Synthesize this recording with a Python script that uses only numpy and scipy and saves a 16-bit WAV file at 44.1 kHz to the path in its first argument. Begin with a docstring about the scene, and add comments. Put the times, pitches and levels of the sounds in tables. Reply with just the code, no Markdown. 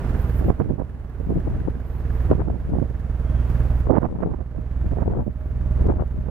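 """A car idles with a fast, low throb while gusts of wind thump on the microphone.
Its rotary engine fires about twenty times a second. Each push of gas rings the silencer and tail pipe
and comes with a puff of noise, a rattle and a hiss. The drone changes as the listener walks round to the
tail. Gusts hit the left and right sides separately; the scene sinks after strong ones and swells again.
Behind it all are a thin sizzle, one faint squeak, a few clicks and a soft breeze."""
import sys
import numpy as np
from scipy.fft import rfft, irfft, next_fast_len
from scipy.io import wavfile
from scipy.ndimage import uniform_filter1d, map_coordinates

SR = 44100
rng = np.random.default_rng(int(sys.argv[2]) if len(sys.argv) > 2 else 0)


def to_wav(sig):
    """Store sig (one row per channel, or 1-D mono) as 16-bit WAV at the path in sys.argv[1].

    Samples outside -1..1 are clipped; the rate is SR.
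    """
    pcm = np.clip(np.atleast_2d(sig), -1, 1) * 32767
    pcm = np.round(pcm).astype(np.int16)
    wavfile.write(sys.argv[1], SR, pcm.T)  # frames by channels


N = 277808

# The scene's loudness, set to sink after strong gusts and recover: time_s, scene_db, boom_db
LOUDNESS = [(0.05, -65, -21), (0.33, -67, -22), (0.5, -68, -19), (0.53, -73.5, -29), (0.79, -78, -32.5),
            (1.05, -78, -33), (1.48, -71.5, -23.5), (1.85, -75, -29), (2.26, -68, -20.5),
            (2.45, -75.5, -28), (3.05, -74, -25), (3.52, -67.5, -19), (3.8, -69, -19.5), (3.97, -79, -29),
            (4.49, -80, -32), (4.9, -73, -21), (5.27, -80.5, -30.5), (5.82, -70.5, -18.5),
            (5.99, -78.5, -25.5), (6.25, -76.5, -26.5)]


def engine():
    """The idling car: all its sounds follow the same firings and are louder on the right."""
    # As the listener walks round the car, the left side hears it early or late: time_s, delay_samples
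    left_delay = [(0, -2), (.6, -4), (2.7, -1), (4.7, 2), (6.3, 2)]
    scene_db, boom_db = curves(LOUDNESS)
    phase, firing, strength = firings()
    boom = exhaust_boom(firing, strength) * amp(boom_db + lean_right(2.5))
    roar = gas_roar(phase, firing, strength) * amp(scene_db + 37)
    drone = gas_drone(phase, firing, strength) * amp(scene_db + 22.5)
    tick_strength = rng.standard_normal(len(strength))
    accent = amp(1.8 * tick_strength[firing] + 2.5 * (-1) ** firing)  # every second firing is harder
    rattling = rattle(phase) * accent * amp(scene_db)
    spitting = spit(phase) * accent * amp(scene_db - 0.5)
    hiss = engine_hiss(phase, firing, tick_strength) * amp(scene_db + 8 + lean_right(1.2))
    left, right = boom + hiss + (roar + drone + rattling + spitting) * amp(lean_right(2.3))
    left = map_coordinates(left, [np.arange(N) - curves(left_delay)[0]], mode="nearest")
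    return np.array([left, right])


def firings():
    """The beat: how far each cycle has got (0 to 1), which firing it is, and a random strength for each."""
    # The slightly uneven idle: time_s, firings_per_s
    idle_speed = [(0.0, 20.308), (0.45, 19.986), (0.9, 19.856), (1.35, 19.843), (1.8, 19.995),
                  (2.25, 19.966), (2.7, 20.222), (3.15, 19.963), (3.6, 19.658), (4.05, 19.856),
                  (4.5, 19.799), (4.95, 20.282), (5.4, 19.933), (5.85, 19.911), (6.3, 20.283)]
    cycles = np.cumsum(curves(idle_speed)[0]) / SR + .1
    firing = cycles.astype(int)
    return cycles % 1, firing, rng.standard_normal(firing[-1] + 1)


def exhaust_boom(firing, strength):
    """Each firing is one rounded push of gas that rings the silencer and the tail pipe."""
    # The silencer's notes, which swell after the push: pitch_hz, width_hz, level_db
    silencer_notes = [(37.9, 11, -6.5), (60.25, 6.9, 2), (79.7, 6.6, -4.5)]
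    # The tail pipe's notes, which start at once: pitch_hz, width_hz, level_db
    pipe_notes = [(114.07, 11.6, -3.5), (132, 17, -18.5), (177.5, 18, -23.5), (243.5, 17, -15)]
    size = amp(1.3 * strength[firing] + 0.2 * (-1) ** firing)  # the two rotors differ a little
    pushes = np.diff(firing, prepend=0) * size
    ring = lambda f, hz, width, db: amp(db) * width / (hz * hz - f * f + 1j * f * width)
    silencer = lambda f: sum((note[0] + .3j * f) * ring(f, *note) for note in silencer_notes)
    pipe = lambda f: sum(1j * f * ring(f, *note) for note in pipe_notes)
    travel_s = .0038  # from the engine to the pipe's mouth
    round_push = lambda f: np.exp(-2j * np.pi * f * travel_s) / (1 + (f / 220) ** 3)
    return unit(filtered(pushes, lambda f: (silencer(f) + pipe(f)) * round_push(f)))


def gas_roar(phase, firing, strength):
    """Deep noise of gas and engine that puffs at each firing."""
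    # The roar's tone: pitch_hz, level_db
    tone = [(30, 2), (100, 2.5), (200, -7), (400, -14), (620, -15.5), (800, -18.5), (1500, -24),
            (2000, -29.5), (2800, -37), (4100, -58.5), (6000, -64)]
    return unit(stereo_noise(tone) * puffs(phase, firing, strength, puff_db=0, rotor_db=-0.5, life=0.2))


def gas_drone(phase, firing, strength):
    """Gas noise hums in a few bands, whose balance shifts on the walk from the car's side to its tail."""
    # The humming bands: pitch_hz, width_hz, beside_car_db, behind_car_db
    hums = [(245, 26, 2, 0), (375, 90, -2, -12), (452, 45, 0, -5), (616.4, 20, -4, 7)]
    bands = lambda f: sum(amp(db)[:, None] / (1 + (2 * (f - hz) / width) ** 4) for hz, width, *db in hums)
    side, tail = filtered(rng.standard_normal(N), bands)
    behind = np.interp(np.arange(N) / SR, [2, 5], [0, 1])  # the walk lasts from 2 s to 5 s
    drone = side * (1 - behind) + tail * behind
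    return unit(drone * puffs(phase, firing, strength, puff_db=6, rotor_db=1.2, life=.3))


def rattle(phase):
    """The engine bay rattles once a firing: narrow noise that blurs as the listener nears the tail."""
    # The rattle, fading from the first row's band to the last's: time_s, level_db, pitch_hz, width_hz
    bands = [(0, 18, 1650, 120), (2.2, 19, 1650, 120), (2.9, 17, 1550, 200), (6.3, 19, 1550, 350)]
    clear, blurred = (unit(filtered(rng.standard_normal(N), lambda f: 1 / (1 + ((f - hz) / width) ** 4)))
                      for _, _, hz, width in (bands[0], bands[-1]))
    level_db, _, width_hz = curves(bands)
    blur = (width_hz - bands[0][3]) / (bands[-1][3] - bands[0][3])
    burst = np.sin(np.pi * np.minimum(phase / .26, 1)) ** 2
    return (clear * np.sqrt(1 - blur) + blurred * np.sqrt(blur)) * burst * amp(level_db)


def spit(phase):
    """A very high, short tick of noise just after each firing."""
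    noise = unit(filtered(rng.standard_normal((2, N)), lambda f: peak(f, 12500, 3200)))
    return (noise[0] + .5 * noise) * np.exp(-((phase - .07) / .09) ** 2)


def engine_hiss(phase, firing, strength):
    """The fine hiss of the engine bay, pulsing with the firings."""
    # The hiss's tone: pitch_hz, level_db
    tone = [(1500, -7), (3000, 4.5), (5000, -2), (8000, -6), (10300, -6), (12000, -6.5), (13700, -10.5),
            (15500, -7)]
    return unit(stereo_noise(tone) * puffs(phase, firing, strength, puff_db=1.5, rotor_db=2, life=.15))


def wind():
    """Each gust is a short, dull, lumpy burst of swirling air breaking on one side of the microphone."""
    # The strong gusts: middle_s, side (-1 left, 1 right), length_s, level_db, brightness_hz
    gusts = [(0.443, 1, 0.079, -25, 316), (.477, -1, 0.026, -17, 225), (.503, 1, 0.031, -15, 462),
             (0.611, 1, 0.023, -15.5, 507), (0.663, 1, 0.023, -28, 256), (0.695, -1, 0.018, -24.5, 354),
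             (.708, 1, .024, -16.5, 248), (0.805, 1, 0.033, -21, 414), (1.307, 1, 0.03, -19, 328),
             (1.315, -1, 0.046, -24, 268), (1.372, -1, 0.031, -16.5, 189), (1.373, 1, 0.026, -21, 254),
             (1.474, -1, 0.016, -20, 355), (1.573, -1, .085, -30.5, 191), (1.683, -1, 0.0046, -13.5, 403),
             (2.316, -1, 0.019, -14, 401), (2.323, 1, 0.052, -13, 455), (2.381, 1, .07, -27, 253),
             (2.408, -1, 0.025, -21.5, 544), (2.494, 1, 0.036, -22.5, 332), (2.734, -1, 0.0067, -17, 329),
             (2.754, 1, 0.016, -26.5, 520), (2.787, 1, 0.1, -21.5, 295), (2.833, 1, 0.028, -20, 363),
             (3.882, -1, .031, -25.5, 528), (3.907, 1, 0.014, -6, 319), (3.958, 1, 0.056, -11.5, 491),
             (4.029, 1, 0.029, -16.5, 496), (4.052, 1, 0.017, -17.5, 527), (4.161, 1, 0.02, -30, 390),
             (4.202, -1, 0.02, -24.5, 516), (4.233, 1, 0.023, -18, 557), (4.27, -1, 0.022, -19.5, 332),
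             (4.304, 1, 0.042, -29, 396), (4.339, 1, 0.013, -24, 527), (4.589, 1, 0.017, -28.5, 296),
             (4.857, -1, 0.11, -41, 254), (4.923, -1, 0.013, -29, 396.5), (4.931, 1, 0.011, -18.5, 279),
             (5.003, 1, .078, -23, 515), (5.073, -1, 0.019, -16.5, 338), (5.104, 1, 0.016, -26.5, 480),
             (5.147, -1, 0.093, -27, 460), (5.188, 1, 0.044, -25, 339), (5.199, -1, 0.051, -26.5, 435),
             (5.276, 1, 0.025, -22.5, 293), (5.82, -1, 0.0064, -23, 292), (5.867, -1, 0.022, -17.5, 285),
             (5.875, 1, 0.083, -20.5, 408), (5.904, -1, 0.031, -18.5, 533), (6.007, -1, 0.034, -21.5, 527),
             (6.275, 1, 0.048, -27.5, 358)]
    span = 8192  # samples set aside for one gust
    out, t = np.zeros((2, N + 2 * span)), (np.arange(span) - span // 2) / SR
    shaped = lambda noise, fade: unit(noise * fade) * np.sqrt(np.mean(fade ** 2))  # as strong as the fade
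    for middle_s, side, length_s, db, bright_hz in gusts + faint_gusts(gusts):
        swirls = rng.standard_normal(span) * amp(6.3 * wobble(259.76, size=span))
        dull = lambda f: amp(-10 * (f / bright_hz) ** 1.093)
        flutter = filtered(swirls, lambda f: dull(f) * f ** 2 / (f ** 2 + 170 ** 2))
        bass = filtered(swirls, lambda f: f / (f + 25) / (1 + (f / 150) ** 4))
        # the bass swells over a longer time than the flutter
        quick = np.exp(-np.abs(2 * t / np.maximum(length_s, .008)) ** 1.62)
        slow = np.exp(-(2 * t / (length_s + 0.025)) ** 2)
        # the sharpest swirls crackle above the flutter
        snaps = rng.standard_normal(span) * amp(5.5 * wobble(401.7, size=span))
        crackle = filtered(snaps, lambda f: (f / 1900) ** 2 / (1 + (f / 1900) ** 7))
        burst = amp(db) * shaped(flutter, quick)
        burst += amp(db - 40.5) * (bright_hz / 400) ** 3 * shaped(crackle, quick)
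        burst += amp(-24 + 0.32 * (db + 15.5)) * shaped(bass, slow)
        out[int(side > 0), round(middle_s * SR):][:span] += burst
    return out[:, span // 2:][:, :N]


def faint_gusts(gusts):
    """One weak, random gust near each strong one."""
    shift, side, length, level, bright = rng.standard_normal((len(gusts), 5)).T
    middle_s = np.clip(np.transpose(gusts)[0] + .06 * shift, 0, N / SR)
    length_s, bright_hz = 0.049 * np.exp(.5 * length), 300 * np.exp(0.34 * bright)
    return list(zip(middle_s, side, length_s, -32.5 + 2.5 * level, bright_hz))


def sizzle():
    """Thin, flickering noise near the top of hearing that comes in spells, with a trace between them."""
    # The spells of sizzle: start_s, end_s, level_db
    spells = [(0.174, 0.447, -1), (1.2, 1.28, -11), (1.87, 1.95, 0), (2.078, 2.28, -9), (2.64, 2.84, -14),
              (3.494, 3.805, -8.5), (5.218, 5.5, -8), (6.024, 6.15, -11)]
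    rise_s, fall_s, trace_db = .04, .06, -16.5
    t = np.arange(N) / SR
    bands = lambda f: peak(f, 13600, 550) + .3 * peak(f, 10300, 900)
    middle, spread = unit(filtered(rng.standard_normal((2, N)), bands))
    noise = unit(middle + 0.35 * spread * [[1], [-1]])
    spell = lambda start, end: np.exp(-np.maximum(start - t, 0) / rise_s - np.maximum(t - end, 0) / fall_s)
    swell = amp(trace_db) + sum(amp(db) * spell(start, end) for start, end, db in spells)
    scene_db = curves(LOUDNESS)[0]
    return noise * swell * amp(scene_db + 3.5 + 2.4 * wobble(30) + lean_right(2))


def squeak():
    """One short, faint squeak: noise so narrow that it has a pitch."""
    middle_s, half_length_s, pitch_hz, level_db = 3.39, .12, 3266, -66.5
    thin = unit(filtered(rng.standard_normal(N), lambda f: peak(f, pitch_hz, 45)))
    return thin * amp(level_db) * np.exp(-((np.arange(N) / SR - middle_s) / half_length_s) ** 2)


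def clicks():
    """Dry clicks: bursts of noise about a millisecond long."""
    # The single clicks: start_s, level_db, left_minus_right_db
    hits = [(3.955, -60, -15.5), (3.9739, -48, -8.5), (4.0198, -54.5, -9.5), (4.057, -52, -8.5),
            (4.2354, -52.5, -9.5), (4.9203, -47.5, -1), (5.2065, -53, -4), (5.8718, -40, -1.5)]
    out, t = np.zeros((2, N + SR)), np.arange(200) / SR
    for start_s, db, pan_db in hits:
        click = rng.standard_normal(len(t)) * amp(-60 * t / 0.0039)
        out[:, round(start_s * SR):][:, :len(t)] += amp(db + lean_right(-pan_db / 2)) * click
    return filtered(out[:, :N], lambda f: 1j * f / (1500 + 1j * f) / (1 + 1j * f / 4000))


def breeze():
    """A weak rumble of air, different on each side, that partly follows the scene's dips in loudness."""
    air = filtered(rng.standard_normal((2, N)), lambda f: f / (f + 30) * amp(-10 * f / 160))
    scene_db = curves(LOUDNESS)[0]
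    lumps = amp(3.5 * np.array([wobble(6.6), wobble(23)]))
    return unit(air * lumps) * amp(-40.5 + 0.49 * (scene_db - scene_db.mean()))


def puffs(phase, firing, strength, puff_db, rotor_db, life):
    """A gain that jumps at each firing and falls back; life is the fading time as a share of the cycle."""
    size = amp(puff_db + rotor_db * (-1) ** firing + 0.54 * strength[firing])
    gain = np.sqrt(1 + size ** 2 * np.exp(-phase / life))
    return uniform_filter1d(gain, size=90)


def stereo_noise(tone):
    """Noise of a given tone, with left and right alike in the bass and mostly unrelated in the treble."""
    # How alike the two sides are: pitch_hz, likeness (1 is identical)
    likeness = [(100, 0.93), (520, 1), (900, 0.72), (1500, 0.53), (2600, 0.21), (4000, 0.15)]
    angle = lambda hz: np.arccos(np.clip(at_pitch(likeness, hz), -1, 1)) / 2
    shape = lambda hz: amp(at_pitch(tone, hz)) * [np.cos(angle(hz)), np.sin(angle(hz))]
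    middle, spread = filtered(rng.standard_normal((2, N)), shape)
    return unit(np.array([middle + spread, middle - spread]))


def amp(db):
    """Turn decibels into a gain."""
    return 10 ** (np.asarray(db) / 20)


def lean_right(db):
    """Lower the left side and raise the right by db each."""
    return np.array([[-db], [db]])


def unit(x):
    """Scale a sound to an average (rms) level of 1."""
    return x / np.sqrt(np.mean(x ** 2) + 1e-20)


def peak(f, pitch_hz, half_width_hz):
    """A filter shape with one hump."""
    return 1 / (1 + ((f - pitch_hz) / half_width_hz) ** 2)


def at_pitch(points, hz):
    """Read between (pitch_hz, value) points on a log scale."""
    pitches, values = np.transpose(points)
    return np.interp(np.log(hz + 1), np.log(pitches + 1), values)


def curves(rows):
    """Turn each column after time_s into one value per sample."""
    times, *columns = np.transpose(rows)
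    return [np.interp(np.arange(N) / SR, times, column) for column in columns]


def wobble(rate, size=N):
    """A smooth random curve through `rate` points a second."""
    points = rng.standard_normal(size // 40 + 4)
    return map_coordinates(points, [np.arange(size) * rate / SR])


def filtered(x, response):
    """Multiply each frequency in x by response(hz)."""
    size = next_fast_len(x.shape[-1] + SR // 2)
    return irfft(rfft(x, size) * response(np.fft.rfftfreq(size, 1 / SR)), size)[..., :x.shape[-1]]


def scene():
    """The car, the small noises and the wind together, in stereo."""
    return engine() + sizzle() + squeak() + clicks() + wind() + breeze()


def record(dry):
    """Gently squeeze the peaks, then cut the deepest bass and the highest treble."""
    ceiling, bottom_hz, top_hz = .95, 8, 15760
    squeezed = dry / (1 + np.abs(dry / ceiling) ** 6) ** (1 / 6)
    return filtered(squeezed, lambda hz: 1j * hz / (bottom_hz + 1j * hz) * (hz < top_hz))


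dry = scene()
out = record(dry)
to_wav(out)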